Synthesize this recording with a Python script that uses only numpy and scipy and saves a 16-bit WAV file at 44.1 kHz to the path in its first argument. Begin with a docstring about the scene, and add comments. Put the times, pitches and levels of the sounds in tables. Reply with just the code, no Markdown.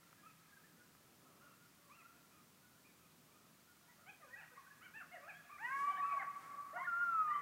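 """Thin, far squeals open a coyote chorus across open country at night.
Nearer animals then yelp, and two break into howls, one rising, one sinking in falsetto.
Each cry is a set of harmonics on an unsteady, gliding pitch; it scatters in the brush and rings
off the hills. Underneath: the blurred rest of the pack, a low distant rumble with a faint drone,
soft rustles and two ticks close by, and microphone hiss."""
import sys
import numpy as np
from scipy import signal
from scipy.fft import rfft, irfft, next_fast_len
from scipy.io import wavfile
from scipy.ndimage import uniform_filter1d, map_coordinates

SR = 44100
rng = np.random.default_rng(int(sys.argv[2]) if len(sys.argv) > 2 else 0)


def int16_out(signal):
    """Quantize to a 16-bit WAV file."""
    q = np.round(np.clip(np.atleast_2d(signal).T, -1, 1) * 32767)
    wavfile.write(sys.argv[1], SR, q.astype(np.int16))


N = 326781
T = np.arange(N) / SR

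# Noise colours: (frequency [Hz], relative density [dB])
RUMBLE_SPECTRUM = [(15, -35), (25, -26), (33, -18), (53, -43), (61, -17.5), (69, -20), (97, -6.5),
                   (157, 0.5), (198, -1), (291, -3), (390, -8), (455, -10), (515, -10), (746, -12.5),
                   (1000, -17.5), (1300, -61), (2200, -120)]
HISS_SPECTRUM = [(700, -3.5), (1000, 7), (2000, 3), (3500, 1.5), (6000, 1), (9000, 0), (10800, -1.5),
                 (11700, 0), (12600, -0.5), (13700, -1.5), (14600, 1.5), (16000, -2.5)]
RUSTLE_SPECTRUM = [(40, -31), (150, 4), (400, 10), (1500, 6.5), (4000, 1), (8000, 0), (12000, -4),
                   (16000, -15)]
PACK_SPECTRUM = [(700, -32), (1000, -21), (1300, -1.5), (1450, -13.5), (1600, -6.5), (2400, -10),
                 (3200, -33)]
TICK_SPECTRUM = [(100, -18), (500, -1), (1400, 14), (2200, -15), (4000, -32), (10000, -42)]
# Far drone: (frequency [Hz], level [dB])
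DRONE_TONES = [(82, -89.5), (165, -83)]
# Close rustles: (centre [s], half length [s], level [dB])
RUSTLES = [(5.8, .18, -65), (6.151, 0.097, -70.5), (6.436, 0.08, -69.5), (7.064, 0.61, -77.5)]
# Dry ticks: (time [s], level [dB])
TICKS = [(0.129, -52), (0.951, -58)]
# Far pack envelope: (time [s], gain [dB])
PACK_ENVELOPE = [(0, -74), (1.1, -82), (1.5, -78), (2.3, -79), (3.0, -90), (4.0, -78.5), (5.5, -89),
                 (7.4, -64)]

# Cry levels below apply before the path gains in coyotes().
# Squeals: (start [s], rise [s], fall [s], top pitch [Hz], scoop [share of top], level [dB],
# harmonic 2 re fundamental [dB])
SQUEALS = [(0.01, 0.044, 0.024, 1380, 0.0, -75.5, -20), (0.111, 0.011, 0.009, 1650, 0.13, -75, -17),
           (0.179, 0.013, 0.022, 1685, 0.049, -70, -18), (0.231, 0.043, 0.035, 1295, 0.12, -62.5, -7),
           (0.48, 0.006, 0.096, 1640, 0.077, -70, -17), (0.603, 0.066, 0.009, 1834, 0.325, -75, -19),
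           (0.773, 0.031, 0.022, 1463, 0.007, -70, -24), (1.243, 0.034, 0.03, 1289, 0.09, -78, -14),
           (1.406, 0.028, 0.11, 1426, 0.13, -69, -13), (1.605, 0.037, 0.029, 1434, 0.026, -77, -26),
           (1.893, 0.075, 0.055, 1377, 0.3, -67, -4.5), (2.008, 0.007, 0.016, 1038, 0.135, -81.5, 14),
           (2.024, 0.02, 0.092, 1374, 0.017, -70.5, -26), (2.105, 0.081, 0.004, 1695, 0.33, -84, -26),
           (2.299, 0.054, 0.056, 1240, 0.05, -75.5, -8.5), (2.619, 0.031, 0.038, 1463, 0, -76, -20),
           (2.733, 0.047, 0.007, 1510, 0.16, -76, -13), (2.836, 0.019, 0.061, 1220, 0.2, -82.5, 8),
           (2.98, 0.039, 0.044, 1302, 0.175, -74, -8), (3.283, 0.077, 0.022, 1214, 0.11, -80, -7),
           (3.516, 0.045, 0.009, 1730, 0.18, -85, -26), (3.673, 0.027, 0.037, 1443, 0.0034, -72.5, -20),
           (3.88, 0.0078, 0.047, 995, 0.22, -75, 1.5), (4.308, 0.045, 0.023, 1915, 0.074, -58.5, -20),
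           (4.558, 0.025, 0.027, 1107, 0.12, -63.5, -12), (4.66, 0.07, 0.0084, 1706, 0.16, -65, -29),
           (5.339, 0.049, 0.028, 1700, 0.084, -63.5, -12), (5.496, 0.027, 0.046, 1215, 0.1, -58, -7),
           (5.971, 0.027, 0.0098, 1890, 0.12, -50, -12.5), (6.019, 0.052, 0.06, 1306, 0.076, -54, -8.5),
           (6.829, 0.026, 0.014, 1850, 0.3, -48.5, -29)]
# Yelps: (start [s], time to turn [s], time after turn [s], first, turning, last pitch [Hz],
# peaks of harmonics 1-4 [dB])
YELPS = [(4.061, 0.039, 0.028, 645, 833, 730, -62, -63, -61.5, -70),
         (4.197, 0.088, 0.062, 756, 498.6, 558, -68.5, -63.5, -70.5, -90),
         (4.355, 0.03, 0.049, 720, 885, 550, -63, -60.5, -66, -86),
         (4.412, 0.0058, 0.043, 966, 964, 505, -67, -58.5, -65.5, -89),
         (4.51, 0.02, 0.021, 516, 509, 477, -68, -77, -64, -82),
         (4.812, 0.037, 0.037, 583, 776, 670, -80, -56.5, -63.5, -68.5),
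         (4.935, 0.038, 0.065, 745, 899, 489, -67.5, -55, -61.5, -76),
         (5.112, 0.02, 0.054, 674, 706.7, 511, -58.5, -68, -58, -72),
         (5.199, 0.0073, 0.088, 534, 557, 742, -62, -62, -74, -71),
         (5.275, 0.015, 0.04, 690, 850, 570, -60.5, -57.5, -63.5, -83),
         (5.876, 0.033, 0.089, 672.5, 765, 729, -54, -65.5, -58, -67.5),
         (6.104, 0.035, 0.023, 1214, 667, 647, -49.5, -54, -72, -78.5),
         (6.159, 0.036, 0.051, 689, 819, 585, -51, -56.5, -71.5, -87.5),
         (6.189, 0.005, 0.043, 1115, 1090, 586, -53.5, -50.5, -74, -76),
         (6.729, 0.038, 0.014, 549, 730, 590, -49, -49, -63, -83),
         (6.756, 0.08, 0.0092, 833, 1082, 1210, -46, -52.5, -74, -77),
         (7.275, 0.081, 0.027, 858, 1016, 1033, -54, -56, -69, -74),
         (7.329, 0.085, 0.015, 486, 507, 523, -72.5, -68, -67.5, -58)]
# Throat and mouth response in a yelp: (frequency [Hz], gain [dB])
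THROAT_RESPONSE = [(500, -5.5), (700, -1.5), (900, -12.5), (1200, 1), (1600, 0), (2000, -2), (2500, -5.5),
                   (3100, -7), (3600, -15)]
# Howl melodies: (time [s], pitch [Hz])
RISING_PITCH = [(5.58, 616), (5.6, 798), (5.616, 874), (5.652, 959), (5.722, 1085), (5.87, 1151),
                (6.044, 1132), (6.072, 1146), (6.2, 1111)]
FALSETTO_PITCH = [(6.872, 1423), (6.93, 1374), (7.02, 1415), (7.1, 1371), (7.192, 1283), (7.3, 1205),
                  (7.41, 1146)]
# Rising howl: (time [s], harmonics 1-3 [dB])
RISING_LEVELS = [(5.58, -78, -62, -58), (5.617, -52, -53, -67), (5.656, -51, -38, -58),
                 (5.69, -55.5, -64, -85.5), (5.731, -43, -49, -88.5), (5.81, -40.5, -61.5, -85),
                 (5.9, -35, -59.5, -77), (5.969, -46.5, -74, -85), (6.05, -40, -71, -86),
                 (6.129, -40.5, -53.5, -83), (6.2, -43.5, -69, -89.5)]
# Its period doubling: (time [s], level at 1.5 x pitch [dB], level at 2.5 x pitch [dB])
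RISING_DOUBLING = [(5.651, -63.5, -68), (5.69, -48, -60), (5.73, -47.5, -70), (5.79, -52.5, -76),
                   (5.849, -69, -70.5)]
# Falsetto howl: (time [s], fundamental [dB])
FALSETTO_LEVEL = [(6.872, -38), (6.886, -36.5), (6.946, -40.5), (7.038, -33.5), (7.07, -39.5),
                  (7.19, -32.5), (7.274, -37.5), (7.284, -34.5), (7.382, -39), (7.41, -46)]


def from_db(db):
    """Decibels to gain."""
    return 10 ** (np.asarray(db) / 20)


def unit_rms(x):
    """Scale to unit power."""
    return x / np.sqrt(np.mean(x ** 2) + 1e-20)


def curves_at(rows, t):
    """Columns of a time table, interpolated at t."""
    times_s, *columns = np.transpose(rows)
    return [np.interp(t, times_s, column) for column in columns]


def drift(rate_hz, size):
    """Smooth random curve, spread about 1."""
    knots = rng.standard_normal(4000)
    return map_coordinates(knots, [np.arange(size) * rate_hz / SR + 5], order=3, mode="wrap")


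def noise(spectrum):
    """Steady coloured noise, rms 1."""
    hz, db = np.transpose(spectrum)
    size = next_fast_len(N)
    bins_hz = np.maximum(np.arange(size // 2 + 1) * SR / size, 1)
    gain = from_db(np.interp(np.log(bins_hz), np.log(hz), db))
    return unit_rms(irfft(rfft(rng.standard_normal(size)) * gain, size)[:N])


def microphone_hiss():
    """Even broadband self-noise."""
    return from_db(-69.5) * noise(HISS_SPECTRUM)


def night_air():
    """Distant rumble with a faint, wavering drone."""
    rumble = from_db(-72.02 + 1.7 * drift(3.92, N)) * noise(RUMBLE_SPECTRUM)
    drone = 0
    for hz, db in DRONE_TONES:
        gain = from_db(db + 5.9 * drift(9.3, N))
        pitch_hz = hz + 2.76 * drift(11, N)
        drone += gain * np.sin(2 * np.pi * np.cumsum(pitch_hz) / SR)
    return rumble + drone


def rustles():
    """Soft swells of noise next to the microphone."""
    swells = sum(from_db(db) * np.exp(-((T - at_s) / half_s) ** 2) for at_s, half_s, db in RUSTLES)
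    return swells * from_db(1.4 * drift(40, N)) * noise(RUSTLE_SPECTRUM)


def ticks(decay_s=0.0022):
    """Small, dry noise bursts close by."""
    bursts = sum(from_db(db) * (T > at_s) * np.exp(-np.abs(T - at_s) / decay_s) for at_s, db in TICKS)
    return bursts * noise(TICK_SPECTRUM)


def echoes(x, build_s, mid_t60_s, outer_t60_s, taps_per_s):
    """Scattered reflections; the mid band decays at its own rate."""
    t = T[:2 * SR]
    taps = rng.standard_normal(len(t)) * (rng.random(len(t)) < taps_per_s / SR)
    mid = signal.sosfiltfilt(signal.butter(2, [950, 1450], "band", fs=SR, output="sos"), taps)
    mid_decay = from_db(-60 * t / mid_t60_s)
    tail = mid * mid_decay + (taps - mid) * from_db(-60 * t / outer_t60_s)
    build = 1 - np.exp(-(t / build_s) ** 2)
    energy = np.sum((taps * build * mid_decay) ** 2) + 1e-20
    return signal.fftconvolve(x, tail * build / np.sqrt(energy))[:N]


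def cry(rows, jitter, shimmer_db, rasp, half_order_db, edge_s, doubling=None):
    """Raspy harmonics on an unsteady pitch. Rows: (time [s], pitch [Hz], harmonic levels [dB])."""
    start_s, end_s = rows[0][0], rows[-1][0]
    span = (T > start_s - edge_s) & (T < end_s + edge_s)
    t = T[span]
    pitch_hz, *levels_db = curves_at(rows, t)
    pitch_hz = uniform_filter1d(pitch_hz, size=300)
    chest = np.clip(800 / pitch_hz, 0, 1.3) ** 2   # low notes are rough, falsetto purer
    phase = 2 * np.pi * np.cumsum(pitch_hz * (1 + jitter * chest * drift(220, len(t)))) / SR
    partials = list(enumerate(levels_db, 1))
    # Weak partial midway between the top two harmonics.
    partials.append((len(levels_db) - 0.5, levels_db[-1] + half_order_db))
    if doubling is not None:
        outside_s = np.maximum(doubling[0][0] - t, 0) + np.maximum(t - doubling[-1][0], 0)
        partials += [(k + 0.5, db - 600 * outside_s) for k, db in enumerate(curves_at(doubling, t), 1)]
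    voice = 0
    for multiple, db in partials:
        air = 1 / np.sqrt(1 + (multiple * pitch_hz / 3300) ** 16)   # distance swallows the treble
        gain = from_db(db + shimmer_db * drift(69.6, len(t)))
        grit = rasp * chest * drift(700, len(t))
        voice += air * gain * (1 + grit) * np.sin(multiple * phase)
    gate = np.clip(np.minimum(t - start_s, end_s - t) / (2 * edge_s) + 0.5, 0, 1)
    out = np.zeros(N)
    out[span] = voice * np.sin(np.pi / 2 * gate) ** 2
    return out


def far_pack():
    """The farthest animals: arched yips heard as echo, over a band of noise."""
    yips = np.zeros(N)
    for when, height, length, faintness in rng.random((40, 4)):
        at_s, half_s = when * N / SR, 0.0404 + 0.054 * length
        top_hz, db = 1150 + 300 * height, -6 * faintness
        arch = [(at_s - half_s, 0.81 * top_hz, db - 13), (at_s, top_hz, db),
                (at_s + half_s, 0.94 * top_hz, db + 1.5)]
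        yips += cry(arch, jitter=0.059, shimmer_db=2.0, rasp=0.15, half_order_db=-7.5, edge_s=0.018)
    blurred = unit_rms(echoes(yips, build_s=0.0044, mid_t60_s=0.48, outer_t60_s=0.34, taps_per_s=900))
    chorus = from_db(1.0) * blurred + from_db(-1.0) * noise(PACK_SPECTRUM)
    return from_db(curves_at(PACK_ENVELOPE, T)[0]) * chorus


def glide(start_s, before_s, after_s, first_hz, turn_hz, last_hz):
    """Times and pitches of a short cry that levels off at its turn."""
    t = np.linspace(start_s, start_s + before_s + after_s, 40)
    since_turn_s = t - start_s - before_s
    away = np.abs(since_turn_s) / np.where(since_turn_s < 0, before_s, after_s)
    end_hz = np.where(since_turn_s < 0, first_hz, last_hz)
    return t, turn_hz + (end_hz - turn_hz) * away ** 1.8   # power 1: pointed turn, 2: round


def swell_db(t, attack_s, release_s, depth_db):
    """Attack, hold at 0 dB, release."""
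    fade = np.maximum(1 - (t - t[0]) / attack_s, 1 - (t[-1] - t) / release_s)
    return -depth_db * np.maximum(fade, 0)


def squeal(start_s, rise_s, fall_s, top_hz, scoop, level_db, octave_db):
    """Thin falsetto with its octave: scoops up, sags halfway back."""
    t, pitch_hz = glide(start_s, rise_s, fall_s, top_hz * (1 - scoop), top_hz, top_hz * (1 - scoop / 2))
    db = level_db + swell_db(t, attack_s=0.026, release_s=0.019, depth_db=1)
    rows = np.column_stack([t, pitch_hz, db, db + octave_db])
    return cry(rows, jitter=0.045, shimmer_db=4.0, rasp=0.27, half_order_db=-14, edge_s=0.007)


def yelp(row, wobble=0.014, effort_db_per_octave=6.5, dulling_db_per_s=15):
    """Chesty cry: four harmonics sweep through the throat resonances and dull as the mouth closes."""
    t, pitch_hz = glide(*row[:6])
    catches = unit_rms(uniform_filter1d(rng.standard_normal(len(t)), size=4))
    pitch_hz *= 1 + wobble * catches
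    effort_db = swell_db(t, attack_s=0.021, release_s=0.016, depth_db=10.5)
    effort_db += effort_db_per_octave * np.log2(pitch_hz)
    throat_hz, throat_db = np.transpose(THROAT_RESPONSE)
    levels_db = []
    for multiple, peak_db in enumerate(row[6:], 1):
        closing_db = dulling_db_per_s * (multiple - 1) * (t - t[0])
        db = effort_db + np.interp(multiple * pitch_hz, throat_hz, throat_db) - closing_db
        levels_db.append(peak_db + db - db.max())
    rows = np.column_stack([t, pitch_hz, *levels_db])
    return cry(rows, jitter=0.014, shimmer_db=4.5, rasp=0.095, half_order_db=-16, edge_s=0.0061)


def howl(pitch_curve, level_curve, doubling=None):
    """Long, nearly pure note, with optional period doubling."""
    t = np.linspace(pitch_curve[0][0], pitch_curve[-1][0], 200)
    rows = np.column_stack([t, *curves_at(pitch_curve, t), *curves_at(level_curve, t)])
    return cry(rows, jitter=0.015, shimmer_db=2.0, rasp=0.071, half_order_db=-16, edge_s=0.0059,
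               doubling=doubling)


def paths(x, direct_db, brush_db, hills_db):
    """Split a voice three ways: to the microphone, the brush and the hills."""
    return np.outer(from_db([direct_db, brush_db, hills_db]), x)


def coyotes():
    """All cries, with quick brush scatter and a long ring off the hills; far squeals blur more."""
    yelps = sum(map(yelp, YELPS))
    rising = howl(RISING_PITCH, RISING_LEVELS, RISING_DOUBLING)
    falsetto_harmonics = [(at_s, db, db - 36.5, db - 44) for at_s, db in FALSETTO_LEVEL]
    falsetto = howl(FALSETTO_PITCH, falsetto_harmonics)
    squeals = sum(squeal(*row) for row in SQUEALS)
    near, to_brush, to_hills = (paths(yelps, direct_db=2.0, brush_db=-3.5, hills_db=-4.0)
                                + paths(rising, direct_db=2.5, brush_db=-6.5, hills_db=-5.0)
                                + paths(falsetto, direct_db=1.5, brush_db=-18.5, hills_db=-15.0))
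    far, far_to_brush, far_to_hills = paths(squeals, direct_db=2.0, brush_db=-3.0, hills_db=-6.0)
    brush = echoes(to_brush, build_s=0.0093, mid_t60_s=0.2, outer_t60_s=0.27, taps_per_s=1100)
    far_brush = echoes(far_to_brush, build_s=0.0084, mid_t60_s=0.55, outer_t60_s=0.58, taps_per_s=1500)
    hills = echoes(to_hills + far_to_hills, build_s=0.082, mid_t60_s=4, outer_t60_s=2.24, taps_per_s=900)
    return near + far + brush + far_brush + hills


def scene():
    """Mono sum at one microphone."""
    return (coyotes() + far_pack() + night_air() + microphone_hiss() + rustles() + ticks())[None, :]


def record(dry):
    """Steep elliptic low-pass."""
    cutoff_hz = 15800
    return signal.sosfilt(signal.ellip(12, 0.1, 70, cutoff_hz, fs=SR, output="sos"), dry)


dry = scene()
out = record(dry)
int16_out(out)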